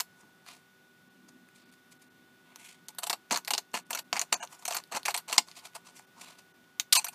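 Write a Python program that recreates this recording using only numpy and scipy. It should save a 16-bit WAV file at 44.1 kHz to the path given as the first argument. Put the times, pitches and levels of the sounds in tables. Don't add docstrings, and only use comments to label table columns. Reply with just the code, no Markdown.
import sys
import numpy as np
from scipy import signal
from scipy.fft import rfft, irfft, next_fast_len
from scipy.io import wavfile
from scipy.ndimage import uniform_filter1d, map_coordinates

SR = 44100
rng = np.random.default_rng(int(sys.argv[2]) if len(sys.argv) > 2 else 0)


def gain_from_db(level_db):
    decades = np.asarray(level_db, float) / 20
    return 10 ** decades


def int16_out(signal):
    q = np.round(np.clip(np.atleast_2d(signal).T, -1, 1) * 32767)
    wavfile.write(sys.argv[1], SR, q.astype(np.int16))


N = 315030
TIME = np.arange(N) / SR
TOP_HZ = 15230

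# f/Hz, width/Hz, level/dB
SHEET = [(425, 200, -9), (710, 54, 6), (845, 63, 5.5), (982, 200, 6), (1470, 640, -6.5)]
BLADES = [(2260, 750, -4.5), (2800, 410, 0.5), (4400, 360, -0.5), (5720, 380, -3), (6400, 690, -2.5),
          (7460, 720, -3), (8700, 1300, -8)]
EDGE = [(9320, 3200, -1), (11900, 500, -2), (12700, 880, -2), (13460, 2000, -6.5)]

# t/s, rms level/dB, sheet level/dB, edge level/dB,
# brightest f/Hz
SLIPS = [(0.0030, -35, -3, -1, 5100), (2.9859, -38, -0.5, 3, 3670), (3.0335, -35, 1, -2, 4030),
         (3.0690, -36, 0, -1.5, 4200), (3.0978, -25.5, 0, -5, 3960), (3.1298, -29.5, 0, -9, 4250),
         (3.3237, -30.5, 4, -33, 6040), (3.3438, -34, 1.5, -27.5, 4400),
         (3.3598, -29, -2.5, -24, 4400), (3.4790, -36, -0.5, -3, 4260), (3.5060, -26.5, -3, -6, 4330),
         (3.5358, -24, -5.5, -25, 4630), (3.5790, -27.5, -4.5, -11.5, 5470),
         (3.7484, -37.5, 3.5, -25, 2800), (3.9066, -35, 2.5, -1, 2150),
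         (3.9303, -32.5, -3.5, -8, 5630), (3.9490, -31.5, -1, -4, 6940), (3.9737, -37, -16, -13, 1820),
         (3.9895, -35.5, -4.5, -5.5, 3800),
         (4.1293, -30, -8, -33, 2600), (4.1663, -33, 3.5, -23, 2800), (4.1947, -33, -7, -19.5, 6400),
               (4.2151, -31, -3, -21, 7100), (4.3266, -23, -8, -24.5, 7200), (4.3426, -40, -4, -16.5, 6340),
               (4.4280, -36, 5, -14.5, 6540), (4.6531, -34.5, -7, -4.5, 6400),
               (4.6649, -45.5, -11, -11, 6400), (4.68, -32.5, 2.5, -3.5, 8800),
               (4.7089, -36, 6, -4.5, 4700), (4.7244, -37, -1.5, -10, 4700), (4.7470, -33, -1, -1.5, 2640),
               (4.7673, -30, -6, -8, 4500), (4.9656, -36, -1, -27, 6350),
         (5.0570, -31, -4, -3.5, 2370), (5.0820, -29.5, 7.5, -7, 2340), (5.1065, -37.5, -3, -6.5, 4400),
             (5.143, -27.5, -2.5, -7, 4400), (5.1762, -34.5, -11, -1, 4500), (5.2990, -41, 4, -16, 4500),
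             (5.3275, -26, -5, -8, 2900), (5.3805, -14.5, -7.5, -20.5, 4770), (5.7525, -45, 2, -2.5, 4640),
             (6.8, -35, -12.5, -9, 5690), (6.9270, -15, -17.5, -3, 4130), (6.9530, -21, -8, -1, 4350),
             (6.9745, -25, -7, -26, 8700), (7.0450, -34.5, -1, 2, 6000), (7.0677, -40.5, 2, -24, 1780),
             (7.0842, -38, -4, -3, 9100)]
CUTS = SLIPS


def columns(rows):
    return np.transpose(rows)[:, :, None]


def unit(x):
    return x / np.sqrt(np.mean(x ** 2) + 1e-20)


def energy(x):
    return np.linalg.norm(x, axis=1, keepdims=True)


def with_energy(x, db, size):
    return x * gain_from_db(db) / energy(x) * size


def with_peak(x, db):
    return x * gain_from_db(db) / np.abs(x).max(1, keepdims=True)


def along(points, hz):
    f, v = np.transpose(points)
    return np.interp(np.log(hz + 1), np.log(f + 1), v)


def gain(s, db):
    return uniform_filter1d(np.interp(TIME, s, gain_from_db(db), 0, 0), size=200)


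def wobble(rate):
    coarse = np.arange(0, N + 16, 16)
    knots = rng.standard_normal(int(N * rate / SR) + 4)
    return np.interp(np.arange(N), coarse, map_coordinates(knots, [coarse * rate / SR]))


def filtered(x, response):
    m = next_fast_len(x.shape[-1] + 256)
    return irfft(rfft(x, m) * response(np.fft.rfftfreq(m, 1 / SR)), m)[..., :x.shape[-1]]


def bass_cut(x, corner_hz):
    return filtered(x, lambda f: (1j * f / (corner_hz + 1j * f)) ** 2)


def dulled(x, hz):
    return filtered(x, lambda f: 1 / (1 + 1.4j * f / hz - (f / hz) ** 2))


def bandpass(f, hz, width):
    return 1j * f * width / (hz * hz - f * f + 1j * f * width)


def spot(x, hz, width_hz):
    return filtered(x, lambda f: bandpass(f, hz, width_hz))


def resonate(x, modes, spread_db=0):
    hz, width, db = columns(modes)
    sign = (-1) ** np.arange(len(modes))
    spread = spread_db * rng.standard_normal((*x.shape[:-1], len(modes)))
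    strength = sign * gain_from_db(db[:, 0] + spread)
    return filtered(x, lambda f: strength @ bandpass(f, hz, width))


def grit(shape, spiky_db):
    return rng.standard_normal(shape) * gain_from_db(spiky_db * np.minimum(rng.exponential(size=shape), 4))


def echoed(x, wet_db):
    # f/Hz, t60/s
    bench = [(250, 0.19), (800, 0.055), (2000, 0.067), (6000, 0.052), (14000, 0.1)]
    hz, t, z = signal.stft(rng.standard_normal(x.shape), SR, nperseg=128)
    decay = gain_from_db(-60 * t / along(bench, hz)[:, None])
    echo = signal.istft(z * decay, SR, nperseg=128)[1][:, :x.shape[1]]
    echo /= energy(echo)
    return x + gain_from_db(wet_db) * signal.fftconvolve(x, echo, axes=1)[:, :x.shape[1]]


def swells(s, rise, fall, spiky_db, wet_db, span, sudden):
    t = np.arange(round(span * SR)) / SR - span / 3
    swell = np.where(t < 0, np.exp(-.5 * np.abs(t / rise) ** sudden), np.exp(-.55 * t / fall))
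    return echoed(grit(swell.shape, spiky_db) * swell, wet_db), energy(swell), s - span / 3


def placed(rows, s):
    at = np.round(s * SR).astype(int) + np.arange(rows.shape[1])
    inside = (at >= 0) & (at < N)
    return np.bincount(at[inside], rows[inside], N)


def slips():
    s, db, sheet_db, edge_db, hz = columns(CUTS)
    peak_s = s + .0025
    rise = .0026 * gain_from_db(0.41 * (-33 - db))
    fall = 0.003 * gain_from_db(.25 * np.minimum(-25 - db, 0))
    push, size, start = swells(peak_s, rise, fall, spiky_db=4.5, wet_db=-9.0, span=.105, sudden=3.5)
    steel = resonate(push, BLADES, spread_db=3.5) + gain_from_db(-6.0) * spot(push, hz, 700)
    steel = with_energy(dulled(steel, 10500), db, size)
    sheet = with_energy(resonate(push, SHEET, spread_db=3.0), db + sheet_db - 3.5, size)
    edge = with_energy(resonate(push, EDGE, spread_db=5), db + edge_db + 0.5, size)
    return placed(steel + sheet + edge, start)


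def cracks():
    # t/s, peak level/dB, sheet level/dB, brightest f/Hz
    snaps = [(0.0012, -13.5, -11, 6400), (0.0056, -14, -9.5, 5100), (3.0300, -34.5, -1, 5500),
             (3.0400, -19, -6, 7660), (3.1096, -20, -13, 1900), (3.3098, -15, 0, 2440),
             (3.3237, -12, -12, 5970), (3.374, -13.5, 0, 5600), (3.4758, -24, -5, 4400),
             (3.5077, -14, -5, 2800), (3.5500, -17, -7, 4400), (3.7408, -20, 4, 2800),
             (4.1287, -10.5, -1.5, 2710), (4.1944, -10.5, -26, 6400), (4.2153, -14, -12, 7050),
             (4.3270, -7, -5, 7240), (4.3422, -15.5, -17, 6460), (4.7354, -21.5, -20, 9050),
             (4.7855, -29, -11, 4600), (5.0540, -19.5, -17, 5500), (5.1647, -22, -24, 9300),
             (5.3122, -27, -7.5, 4500), (6.7983, -10, -22, 6200), (6.9247, -9, -17, 4180),
             (6.9300, -6, -23.5, 2870), (6.954, -18, -11, 6840), (5.3817, -8, -5.5, 4400)]
    # t/s, peak level/dB, sheet level/dB, brightest f/Hz
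    ticks = [(0.2335, -55, 12, 1800), (0.4640, -41.5, 5.5, 4500), (0.4880, -37, -2, 1800),
             (0.5030, -46, -2.5, 2600), (1.488, -47, -8, 1900), (2.5595, -32, -5, 6000),
             (2.8846, -33, -18, 4160), (2.9490, -47, 2, 4400), (3.3003, -41, -20.5, 6100),
             (3.4487, -28, -18, 5500), (3.7170, -49, -20.5, 5900), (4.4502, -32, -7, 6900),
             (4.4743, -37, -23, 5970), (4.6242, -42, 1, 4500), (4.8384, -36.5, -20, 4500),
             (5.0316, -32, -8, 4400), (5.4859, -36, -4, 4600), (5.5147, -34.5, -25, 4700),
             (5.9950, -39.5, 2, 1980)]
    openings = [(s, db + 11, sheet_db - 4.5, hz) for s, db, sheet_db, _, hz in CUTS]
    s, db, sheet_db, hz = columns(openings + snaps + ticks)
    t = np.arange(2560) / SR
    push = echoed(rng.standard_normal((len(s), len(t))) * np.exp(-t / .00008), wet_db=-6.5)
    cuts = np.array(CUTS)
    edge_db = cuts[np.abs(s - cuts[:, 0]).argmin(1), 3][:, None]
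    steel = resonate(push, BLADES, spread_db=3.0) + gain_from_db(6.0) * spot(push, hz, 900)
    steel = with_peak(dulled(steel, 12000), db - 0.5)
    sheet = with_peak(resonate(push, SHEET, spread_db=4.0), db + sheet_db - 9.0)
    edge = with_peak(resonate(push, EDGE), db + edge_db - 3)
    return placed(steel + sheet + edge, s)


def splinters():
    # t/s, peak level/dB, brightest f/Hz
    dry_spikes = [(2.8849, -24, 8000), (2.9923, -27, 11800), (3.0338, -19, 4100), (3.0415, -26, 4200),
                  (3.0654, -29, 4200), (3.077, -29, 8700), (3.0975, -15, 4300), (3.1295, -17, 4400),
                  (3.3149, -14, 4400), (3.3187, -18, 2000), (3.3283, -21, 2200), (3.3368, -20, 5500),
                  (3.344, -14, 4400), (3.3489, -19, 4200), (3.3655, -22, 1700), (3.3765, -24, 1700),
                  (3.4802, -17, 2100), (3.5352, -21, 7300), (3.581, -14, 6300), (3.7445, -20, 1700),
                  (3.7486, -19, 2800), (3.7526, -21, 2400), (3.7644, -21, 2800), (3.7695, -25, 1700),
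                  (3.7754, -22, 1700), (3.9069, -19, 13000), (3.9764, -27, 6700), (3.9868, -29, 6900),
                  (4.1593, -20, 1900), (4.1661, -21, 1900), (4.1702, -20, 1700), (4.1742, -21, 2500),
                  (4.1771, -22, 2400), (4.1839, -25, 2800), (4.2241, -30, 6800), (4.4359, -27, 6400),
                  (4.6548, -18, 6400), (4.6651, -24, 6500), (4.6793, -19, 6200), (4.6831, -19, 6200),
            (4.7075, -26, 6800), (4.7234, -20, 5900), (4.7454, -25, 6500), (4.7691, -17, 4500),
            (4.9269, -30, 1700), (4.9395, -25, 1700), (4.962, -24, 4500), (4.9712, -24, 6200),
            (4.9737, -24, 5700), (5.0578, -15, 2600), (5.069, -24, 1700), (5.0776, -25, 2400),
            (5.1037, -25, 2500), (5.148, -15, 2400), (5.1748, -25, 9000), (5.1778, -18, 10200),
            (5.3216, -25, 7500), (5.3432, -24, 4800), (5.3505, -30, 5300), (5.394, -21, 4500),
            (6.9335, -7, 3700), (6.9521, -8, 7500), (6.9541, -10, 6800), (6.96, -7, 4500),
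            (6.9631, -8, 4300), (6.9736, -11, 8700), (6.9917, -18, 8900), (7.0456, -22, 7800)]
    # t/s, peak level/dB, f/Hz
    overtones = [(4.3264, -13, 2900), (4.3276, -15, 4500), (4.3268, -15, 700), (4.3281, -15, 8300),
                 (5.3775, -24, 6000), (5.3787, -22, 4500), (5.3808, -10, 2130), (5.3814, -2, 4470),
                 (5.382, -7, 7300), (5.3275, -14, 2700), (6.7983, -12, 2900), (6.7986, -11, 4150),
                 (6.7988, -24, 1070), (6.7983, -20, 13000), (6.9302, -7, 8500), (6.9317, -6, 4300),
                 (6.977, -7, 8340), (6.9271, -10, 12500), (6.9525, -14, 14000), (5.735, -44, 2400),
                 (3.867, -48, 9000), (4.875, -48, 9000), (1.716, -52, 11000), (1.725, -50, 9000),
                 (1.733, -52, 9000), (5.898, -44, 8000), (6.642, -50, 3000)]
    s, db, hz = columns(dry_spikes + overtones)
    t = np.arange(1536) / SR
    push = echoed(-np.exp(-t / .00003) * np.ones_like(s), wet_db=-9)
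    spike = spot(push, hz, .2 * hz + 400) + gain_from_db(-12) * resonate(push, BLADES + EDGE, spread_db=3)
    return placed(with_peak(spike, db - 1.5), s - .0001)


def shear():
    # from t/s, to t/s, grit level at first/dB, at last/dB, sheet flex over grit/dB
    strokes = [(3.023, 3.143, -53.5, -62, 1), (3.474, 3.585, -60, -53, -1), (3.905, 3.991, -51, -49, -2),
               (3.312, 3.38, -32.5, -45.5, -2.5), (3.739, 3.773, -43, -36.5, -3),
               (4.145, 4.229, -44.5, -49, -0.8), (4.328, 4.352, -38.5, -43.5, -1.5),
               (4.410, 4.438, -47, -49, 2), (4.674, 4.781, -52.5, -43.5, -2), (4.919, 4.974, -43, -36.5, 0),
               (5.056, 5.106, -38.5, -39.5, -4), (5.145, 5.2, -42.5, -53.5, -2),
               (5.283, 5.362, -44, -43, -4), (6.957, 6.993, -25, -35, -9)]
    grind, flex = np.zeros(N), np.zeros(N)
    for a, b, first_db, last_db, flex_db in strokes:
        s = np.array([a - 0.0054, a, b, b + .014, b + 0.028, b + 0.056])
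        db = np.array([first_db - 50, first_db, last_db, last_db - 10.5, last_db - 20.5, last_db - 50])
        grind += gain(s, db)
        flex += gain(s, db + flex_db)
    rough = grit(N, spiky_db=3) * gain_from_db(3 * wobble(350) + 2.5 * wobble(80))
    steel = unit(dulled(resonate(rough, BLADES), 10000)) + gain_from_db(-7.5) * unit(resonate(rough, EDGE))
    return gain_from_db(-1.0) * grind * steel + gain_from_db(1) * flex * unit(resonate(rough, SHEET))


def flutter():
    # t/s, f/Hz, rms level/dB
    path = [
        (6.923, 1450, -70),
        (6.927, 1400, -35),
        (6.948, 1200, -45),
        (6.956, 1120, -31),
        (6.972, 950, -39),
        (6.995, 880, -43),
        (7.03, 850, -66),
    ]
    s, hz, db = np.transpose(path)
    phase = 2 * np.pi * np.cumsum(np.interp(TIME, s, hz) * (1 + .07 * wobble(250))) / SR
    return gain_from_db(np.interp(TIME, s, db, -120, -120) + 3 + 4.5 * wobble(200)) * np.sin(phase)


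def pings():
    # t/s, peak level/dB, f/Hz
    rings = [(2.886, -46, 11900), (2.949, -50, 11900), (2.9855, -34, 11900), (3.4795, -38, 12500),
             (3.906, -34, 13000), (4.651, -36, 12600), (6.799, -28, 3700), (5.381, -17, 2130),
             (5.382, -21, 856), (4.327, -16, 7240), (3.742, -26, 2800)]
    s, db, hz = columns(rings)
    t = np.arange(4096) / SR
    t60 = .045
    pair = np.sin(2 * np.pi * hz * t) + .6 * np.sin(2 * np.pi * 1.012 * hz * t)
    return placed(gain_from_db(db - 4 - 60 * t / t60) * pair * (1 - np.exp(-t / .0003)), s)


def handling():
    # t of peak/s, rms level/dB, rise/s, sheet level/dB
    touches = [(0.2023, -68, 0.022, 0), (0.495, -52, 0.021, -3), (0.5450, -63, 0.02, -6),
               (1.291, -56.5, 0.0051, -2), (1.5680, -63.5, 0.014, -18), (1.6400, -68.5, 0.049, -8),
               (1.726, -64, 0.007, -15), (1.92, -56, 0.0064, -19), (2.0270, -62.5, 0.0079, -13),
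               (2.5100, -65, 0.034, 3.5), (2.5654, -60, 0.006, -2), (2.613, -55, 0.018, -5),
               (2.6580, -51.5, 0.014, -16), (2.7060, -52.5, 0.019, -12), (2.8900, -44.5, 0.0037, -2),
               (3.4539, -51, 0.002, -9), (4.527, -53.5, 0.016, 1), (4.5982, -58, 0.0089, 0.5),
               (4.6255, -53.5, 0.005, 3.5), (5.4890, -58, 0.014, 2.5), (5.5203, -62, 0.017, -11),
               (5.576, -47.5, .012, -4.5), (5.6280, -64, 0.012, 10.5), (5.6560, -46, 0.0098, -2.5),
               (5.762, -51, 0.01, 6), (5.8708, -52.5, 0.014, -0.5), (5.9725, -53.5, 0.014, -12),
               (6.1920, -61.5, 0.021, 9.5), (6.2159, -50, 0.012, -5), (6.2760, -53, 0.023, -3),
               (6.305, -58, 0.015, 3), (6.3900, -56, 0.0069, -4), (7.1340, -56, 0.0077, 6)]
    # f/Hz, width/Hz, level/dB
    skin = [(2370, 1040, 3.5), (4500, 870, 3.5), (7230, 4400, 0.5), (12950, 5300, -7.5)]
    s, db, rise, sheet_db = columns(touches)
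    hz = 6000 * (0.0053 / rise) ** 0.35
    push, size, start = swells(s, rise, 0.89 * rise, spiky_db=4.5, wet_db=-8.5, span=0.23, sudden=2.1)
    rustle = spot(resonate(push, skin, spread_db=2.0), hz, 1.7 * hz)
    rustle = with_energy(rustle, db + 0.27, size)
    sheet = with_energy(resonate(push, SHEET, spread_db=0.5), db + sheet_db - 4.0, size)
    return placed(rustle + sheet, start) * gain_from_db(2.93 * wobble(150))


def thuds():
    # t/s, peak level/dB
    jolts = [
        (0.233, -53),
        (3.093, -50),
        (3.312, -31),
        (3.349, -42),
        (3.506, -46),
        (3.739, -36.5),
        (4.125, -39),
        (4.322, -44),
        (4.945, -38),
        (5.374, -39),
    ]
    s, db = columns(jolts)
    t = np.arange(6144) / SR
    shake = rng.standard_normal((len(s), len(t))) * np.exp(-t / 0.022)
    shake = spot(spot(shake, 250, 150), 250, 200)
    return placed(with_peak(shake, db - 2.5), s)


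def walls(x):
    t = np.arange(8192) / SR
    tail = rng.standard_normal(len(t)) * gain_from_db(-60 * t / .15)
    return gain_from_db(-22.5) * signal.fftconvolve(x, tail / np.linalg.norm(tail))[:N]


def room():
    # f/Hz, level per Hz/dB
    air_colour = [(15, -74.5), (25, -44), (173, -2.5), (209, -9), (378, -11.5), (410, -13.5), (762, -15.5),
                  (1020, -15), (1450, -15.5), (1620, -16), (3440, -19.5), (8130, -27.5), (15500, -27.5)]
    # t/s, drone level/dB
    fan = [
        (0, -82),
        (.95, -74.5),
        (1.31, -68),
        (1.77, -70.5),
        (5.75, -77),
        (5.95, -72.5),
        (6.54, -79),
        (7.14, -74),
    ]
    # f/Hz, width/Hz, level/dB
    drone_modes = [(184, 12, -1.5), (250, 15, 2), (335, 40, -8.5)]
    # f/Hz, rms level/dB
    hums = [(382.5, -76), (764, -81.5), (1152, -83.5), (1469, -67), (1879, -85), (3553, -81)]
    air = unit(filtered(rng.standard_normal(N), lambda f: gain_from_db(along(air_colour, f))))
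    air *= gain_from_db(-65 + 0.75 * wobble(1.9))
    drone = unit(resonate(rng.standard_normal(N), drone_modes))
    drone *= gain_from_db(3.0 + 3.3 * wobble(9)) * gain(*np.transpose(fan))
    tones = 0
    for hz, db in hums:
        drift = np.cumsum(.0008 * wobble(3)) / SR
        tones = tones + gain_from_db(db + 3 + .8 * wobble(4.7)) * np.sin(2 * np.pi * hz * (TIME + drift))
    return air + drone + tones


def scene():
    near = slips() + cracks() + splinters() + flutter() + pings() + shear() + handling()
    near = bass_cut(near, 150)
    near = np.where(TIME < 6.7, near, bass_cut(near, 450))
    return (near + walls(near) + thuds() + room())[None]


def thin_out(x, s, length, db, soft, bands):
    at = np.arange(round((s - length / 2) * SR), round((s + length / 2) * SR))
    fade = np.sqrt(signal.windows.tukey(len(at), soft))
    f = np.fft.rfftfreq(len(at), 1 / SR)
    hz, width = columns(bands)
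    kept = np.maximum(gain_from_db(db) * (np.abs(f - hz) < width / 2).any(0), gain_from_db(-22))
    blur = np.exp(1j * .8 * rng.standard_normal(len(f)))
    piece = fade * x[:, at]
    x[:, at] += fade * (irfft(rfft(piece) * kept * blur, len(at)) - piece)


def dropouts(x):
    # centre t/s, length/s, level of surviving bands/dB
    after_bursts = [
        (4.358, .03, 4),
        (4.416, .04, 3),
        (6.983, .036, 4.5),
    ]
    # f/Hz, width/Hz
    survivors = [
        [(150, 500), (1200, 1400), (2490, 300), (4550, 300), (5510, 300), (6400, 900), (7200, 500),
         (10900, 300)],
        [(150, 500), (845, 400), (1580, 300), (2300, 300), (2910, 300), (6500, 1000), (8400, 300)],
        [(877, 400), (2490, 400), (4140, 400), (4750, 300), (6100, 500), (7370, 400), (8500, 900), (9330, 300),
         (12900, 300), (13700, 300), (15000, 400)],
    ]
    # centre t/s, length/s, whole below f/Hz
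    gaps = [(1.093, .026, 4000), (1.648, .022, 5000), (1.71, .014, 4700), (1.986, .02, 2700),
            (2.094, .03, 3000), (2.875, .012, 4000), (3.844, .032, 4200), (4.038, .022, 2200),
            (6.062, .024, 2000), (6.532, .03, 2000)]
    out = x.copy()
    for (s, length, db), bands in zip(after_bursts, survivors):
        thin_out(out, s, length, db, .6, bands)
    for s, length, top in gaps:
        stray = [(hz, 300) for hz in np.arange(top, TOP_HZ, 300) if rng.uniform() < .2]
        thin_out(out, s, length, 0, 1, [(0, 2 * top)] + stray)
    return out


def top_cut(x):
    return signal.sosfilt(signal.butter(12, 16560, fs=SR, output="sos"), x)


def record(dry):
    mix = filtered(dry, lambda f: gain_from_db(-33 * np.clip((f - TOP_HZ) / 200, 0, 1)))
    mix = dropouts(mix)
    return top_cut(mix)


dry = scene()
out = record(dry)
int16_out(out)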